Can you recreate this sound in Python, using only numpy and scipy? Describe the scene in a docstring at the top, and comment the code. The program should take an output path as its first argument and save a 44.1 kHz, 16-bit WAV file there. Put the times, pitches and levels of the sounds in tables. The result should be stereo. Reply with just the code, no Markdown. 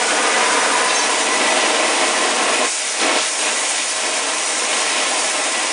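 """A small block-walled workshop, an oxy-fuel cutting torch burning a few metres away.
The gas jet hisses steadily from the nozzle while the turbulent flame roars, rasps and faintly howls.
The flame washes over a steel plate, which sticks and slips in squeaks as it is pushed along the bench.
Then the tip settles on the plate's edge: gas sprays off it and the roar breaks off, returns and thins."""
import sys
import numpy as np
from scipy import signal
from scipy.fft import rfft, irfft
from scipy.io import wavfile

SR = 44100
rng = np.random.default_rng(int(sys.argv[2]) if len(sys.argv) > 2 else 0)


def dump_mix(stems):
    """Bounce the given channels to the path in sys.argv[1] as a 16-bit WAV at rate SR."""
    frames = np.atleast_2d(stems).T  # one column per channel
    limited = np.clip(frames, -1, 1)  # hard clip at full scale
    pcm = np.round(limited * 32767).astype(np.int16)
    wavfile.write(sys.argv[1], SR, pcm)


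N = 252252
TIME = np.arange(N) / SR
FREQ = np.maximum(np.arange(N // 2 + 1) * SR / N, 1)

# peaks and hollows that bench and walls give a flame at the bench's edge: f/Hz, width/Hz, gain/dB
BENCH_PEAKS = [(158, 10, 7.5), (316, 61, 1.5), (379, 17, -8), (504, 48, 4.5), (588, 48, -2.5),
               (625, 76, 7.5), (696, 25, -5), (760, 69, 6), (845, 31, -5.5), (910, 40, 5), (988, 30, -7),
               (1007, 73, 5.5), (1278, 31, -6.5), (1323, 59, 6), (1630, 23, -3), (1720, 38, 2.5),
               (1675, 45, 1), (1946, 24, 9), (2120, 150, -2.5), (2186, 130, 4), (2347, 64, -3.5),
               (2410, 29, 1.5), (2880, 55, 2), (3430, 150, 0.5), (5040, 210, 3.5), (5870, 65, 5),
               (6770, 250, 2)]
# spectrum of the flame's fine eddies: f/Hz, level/dB
RASP_SPECTRUM = [(100, -43), (300, -31), (1000, -18.5), (1800, -4), (2500, 1), (3000, -3), (3800, -4.5),
                 (5000, -11), (10000, -32.5)]


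def undb(db):
    """Decibels to gain."""
    return 10 ** (np.asarray(db) / 20)


def unit(x):
    """Scale to a spread of 1."""
    return x / np.std(x)


def wander(rate_hz):
    """Smooth random drift, mostly slower than rate_hz, with a spread of 1."""
    return unit(irfft(rfft(rng.standard_normal(N)) / (1 + (FREQ / rate_hz) ** 4), N))


def ripple(peaks):
    """EQ curve in dB from a set of bell-shaped peaks and hollows."""
    return sum(db * np.exp2(-(2 * (FREQ - hz) / width) ** 2) for hz, width, db in peaks)


def swell(start, attack, hold, release):
    """Rounded envelope from 0 to 1 and back; times in seconds."""
    end = start + attack + hold + release
    ramp = np.clip(np.minimum((TIME - start) / attack, (end - TIME) / release), 0, 1)
    return np.sin(np.pi / 2 * ramp) ** 2


def gusts(rows):
    """Envelope of gusts that each rise for a quarter of their length, hold for half and fall."""
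    return sum(undb(db) * swell(start, length / 4, length / 2, length / 4) for start, length, db in rows)


def turbulence(spectrum, eq_db=0, flutter_db=0, flutter_hz=40):
    """Eddy noise with optional flutter, coloured by its source's spectrum and the EQ of its place."""
    hz, db = np.transpose(spectrum)
    colour_db = np.interp(np.log(FREQ), np.log(hz), db) + eq_db
    eddies = rng.standard_normal(N) * undb(flutter_db * wander(flutter_hz))
    return unit(irfft(rfft(eddies) * undb(colour_db), N))


def resonance(hz, half_width_hz):
    """A resonance driven by turbulence: a tone whose strength and phase wander."""
    phase = 2 * np.pi * np.cumsum(hz * np.ones(N)) / SR
    return unit(wander(half_width_hz) * np.cos(phase) + wander(half_width_hz) * np.sin(phase))


def workshop(x, wet_db, t60_s=0.33):
    """Direct sound plus the short, dense echo of block walls; the bass stays mostly dry."""
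    t = TIME[:SR // 2]
    tail = rng.standard_normal(len(t)) * undb(-60 * t / t60_s) * (t > .004)
    tail = signal.sosfilt(signal.butter(1, 900, "high", fs=SR, output="sos"), tail)
    echo = signal.fftconvolve(x, tail / np.linalg.norm(tail))[:N]
    return (x + undb(wet_db) * echo) / np.sqrt(1 + undb(wet_db) ** 2)


def rumble(drive_db):
    """A faint, uneven low rumble lies under the flame and eases off as it thins."""
    # spectrum of the rumble: f/Hz, level/dB
    spectrum = [(20, -13), (60, -1.5), (90, -3), (130, -7.5), (250, -28), (1000, -45.5)]
    return turbulence(spectrum, flutter_db=6, flutter_hz=10) * undb(-64.5 + 0.46 * drive_db)


def plate_push():
    """The plate scrapes along the bench; each stick and slip sets one mode squeaking, a little unsteady."""
    # spectrum of the scrape: f/Hz, level/dB
    spectrum = [(300, -45), (1800, 2), (2700, -6), (3900, -6), (5200, -4), (7000, -14.5), (10000, -25)]
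    # modes of the steel plate: f/Hz, width/Hz, gain/dB
    modes = [(2660, 80, 13), (3100, 91, 15), (3520, 70, 9), (3650, 70, 6), (3987, 72, 17), (4580, 77, 6),
             (5545, 63, 3), (6300, 70, 13)]
    # squeaks, one per slip: t/s, length/s, mode number from 0, level/dB
    squeaks = [(.886, .044, 3, -26), (.914, .066, 0, -28), (.951, .024, 7, -21.5), (.967, .03, 6, -23.5),
               (.983, .022, 7, -24.5), (.997, .018, 5, -26), (1.0, .07, 6, -31)]
    push = undb(-24) * swell(start=.82, attack=.08, hold=.12, release=.1)
    steel = turbulence(spectrum, ripple(modes), flutter_db=3, flutter_hz=60) * push
    wavering_time = np.cumsum(1 + 0.0012 * wander(120)) / SR
    for start, length, mode, db in squeaks:
        progress = np.clip((TIME - start) / length, 0, 1)
        slip = np.sqrt(np.abs(np.sin(np.pi * progress)))
        tone = np.sqrt(2) * np.sin(2 * np.pi * modes[mode][0] * wavering_time)
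        steel += undb(db) * slip * tone
    return steel


def gap_howl(drive_db):
    """The gap between flame and bench howls hollowly, rising in pitch as the tip comes closer."""
    # path of the gap's resonance: t/s, f/Hz, level/dB at full flame
    path = [(0, 915, -46), (.45, 976, -23.5), (1.249, 1003, -26.5), (1.75, 1051, -42), (2.25, 1074, -29.5),
            (2.6, 1123, -38), (5.72, 1031, -30.5)]
    times, hz, db = np.transpose(path)
    howl = resonance(np.interp(TIME, times, hz), half_width_hz=44)
    return howl * undb(np.interp(TIME, times, db) + drive_db)


def tip_song(drive_db, on_plate):
    """The tip sings faintly, about an octave above the howl; the plate stifles it."""
    level_db = -33.5 + 0.62 * drive_db - 3.5 * on_plate + 4.5 * wander(1.7)
    return resonance(hz=1987, half_width_hz=29) * undb(level_db)


def plate_wash(drive_db, on_plate):
    """The flame rushes hollowly across the plate's face, with a whoosh as the tip swings closest."""
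    # spectrum of the rush: f/Hz, level/dB
    spectrum = [(90, -45), (150, -23.5), (300, -3.5), (450, 1.5), (950, -9.5), (1500, -5), (2300, -7),
                (3000, -15.5), (8000, -21)]
    # peaks and hollows of a flame above the plate: f/Hz, width/Hz, gain/dB
    peaks = [(364, 72, -36), (455, 82, 1.5), (613, 70, -26), (749, 40, 12.5), (845, 34, -6.5), (954, 83, 9),
             (1107, 42, 4), (1213, 53, 11.5), (1380, 56, -13), (1470, 99, 6.5), (1700, 86, 7.5),
             (1740, 70, -6), (2450, 90, 4)]
    wash = turbulence(spectrum, ripple(peaks)) * on_plate * undb(-19.5 + drive_db)
    swing = swell(start=.1, attack=.34, hold=.13, release=.45)
    whoosh = resonance(hz=1356, half_width_hz=440) * swing * undb(-28)
    return wash + whoosh


def flame_flares():
    """The flame flares raspily as it catches the steel."""
    # flares: t/s, length/s, level/dB
    flares = [(1.48, .26, -28), (3.38, 0.15, -25.5), (3.73, .12, -27.5), (4.6, .6, -27)]
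    return turbulence(RASP_SPECTRUM, ripple(BENCH_PEAKS), flutter_db=2.5, flutter_hz=110) * gusts(flares)


def edge_splits():
    """The plate's edge splits the flame with a bright tearing sound."""
    # spectrum of the tearing: f/Hz, level/dB
    spectrum = [(100, -46), (500, -12), (2000, 0), (3800, 1), (5200, -2), (7000, -11), (10000, -26)]
    # splits: t/s, length/s, level/dB
    splits = [(2.985, 0.069, -25), (3.12, 0.18, -24)]
    return turbulence(spectrum) * gusts(splits)


def gas_spray():
    """Gas sprays off the plate in sizzling bursts when the tip dips close."""
    # spectrum of the spray: f/Hz, level/dB
    spectrum = [(500, -50), (4000, -16), (6500, -4), (8800, -1), (10000, -12)]
    # resonance of the gap under the tip: f/Hz, width/Hz, gain/dB
    ring = [(6770, 260, 8.5)]
    # bursts of spray: t/s, length/s, level/dB
    bursts = [(2.63, 0.17, -27), (3.1, 0.84, -27), (4.25, 0.68, -29.5), (5.0, .65, -30.5)]
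    return turbulence(spectrum, ripple(ring), flutter_db=1, flutter_hz=80) * gusts(bursts)


def nozzle_hiss():
    """The steady gas jet hisses; its bounce off the bench combs the hiss and shifts as the hand drifts."""
    # spectrum of the jet: f/Hz, level/dB
    spectrum = [(30, -25), (110, -33), (160, -17.5), (250, -3.5), (500, -3.5), (1500, 0.5), (3000, -2),
                (4400, 2), (5100, 4.5), (5600, 6.5), (6700, 6), (7600, 5.5), (8800, 5.5), (9700, 8.5),
                (11000, -22)]
    jet = turbulence(spectrum, 0.68 * ripple(BENCH_PEAKS), flutter_db=0.78, flutter_hz=25)
    lag_s = .0013 + .00005 * wander(3.9)
    bounce = np.interp(TIME - lag_s, TIME, jet)
    return (jet + 0.32 * bounce) * undb(-23.5)


def flame(drive_db, on_plate):
    """Large eddies roar over a deep body and fine ones rasp; all flicker together as the flame wavers."""
    # spectrum of the roar: f/Hz, level/dB
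    roar_spectrum = [(40, -46), (110, -47), (150, -23), (185, -26), (225, -14.5), (300, -3.5), (450, -3.5),
                     (700, -0.5), (1050, -0.5), (1400, -5.5), (2000, -6), (3000, -12), (5000, -28),
                     (10000, -53)]
    # spectrum of the deep body: f/Hz, level/dB
    body_spectrum = [(40, -33), (110, -41), (150, -23.5), (185, -18), (230, 0), (310, 2), (450, 2),
                     (700, -12), (2000, -53)]
    bench_db = ripple(BENCH_PEAKS)
    roar = turbulence(roar_spectrum, bench_db, flutter_db=0.3, flutter_hz=70)
    body = turbulence(body_spectrum, bench_db, flutter_db=0.5, flutter_hz=40)
    rasp = turbulence(RASP_SPECTRUM, bench_db, flutter_db=0.5, flutter_hz=110)
    shield_db = -3 * on_plate  # the plate damps the free flame, its body twice over
    # the body grows faster than the roar and the rasp more slowly, so a weak flame sounds thin
    roar *= undb(-19.5 + drive_db)
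    body *= undb(-27 + 2.13 * drive_db + shield_db)
    rasp *= undb(-23 + 0.48 * drive_db)
    flicker_db = 0.69 * wander(25)
    return (body + roar + rasp) * undb(shield_db + flicker_db)


def scene():
    """Torch and plate in the workshop, the same in both channels."""
    # strength of the flame's turbulence: t/s, level/dB
    strength = [(0.0, -23), (0.3, -20.5), (0.8, -22), (1.03, -23), (1.5, -21.5), (2.65, -21.5),
                (2.71, -36.0), (2.985, -30), (3.005, -21), (3.17, -21.0), (3.24, -32.0), (3.33, -32),
                (3.44, -24.5), (3.9, -32.5), (4.08, -26), (4.45, -28), (4.75, -26.0), (5.72, -26.5)]
    full_flame_db = -21.5
    drive_db = np.interp(TIME, *np.transpose(strength)) - full_flame_db
    # the flame swings onto the plate's face and slides off again
    on_plate = swell(start=-.62, attack=.76, hold=.59, release=.75)
    gas = flame(drive_db, on_plate) + plate_wash(drive_db, on_plate)
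    gas += flame_flares() + edge_splits() + gas_spray() + nozzle_hiss()
    torch = workshop(gas, wet_db=-6.5) + gap_howl(drive_db) + tip_song(drive_db, on_plate)
    mono = torch + workshop(plate_push(), wet_db=-19) + rumble(drive_db)
    return np.array([mono, mono])


def record(dry, top_hz=10120):
    """A steep low-pass takes the air off the top."""
    return signal.sosfilt(signal.ellip(14, .1, 80, top_hz, fs=SR, output="sos"), dry)


dry = scene()
out = record(dry)
dump_mix(out)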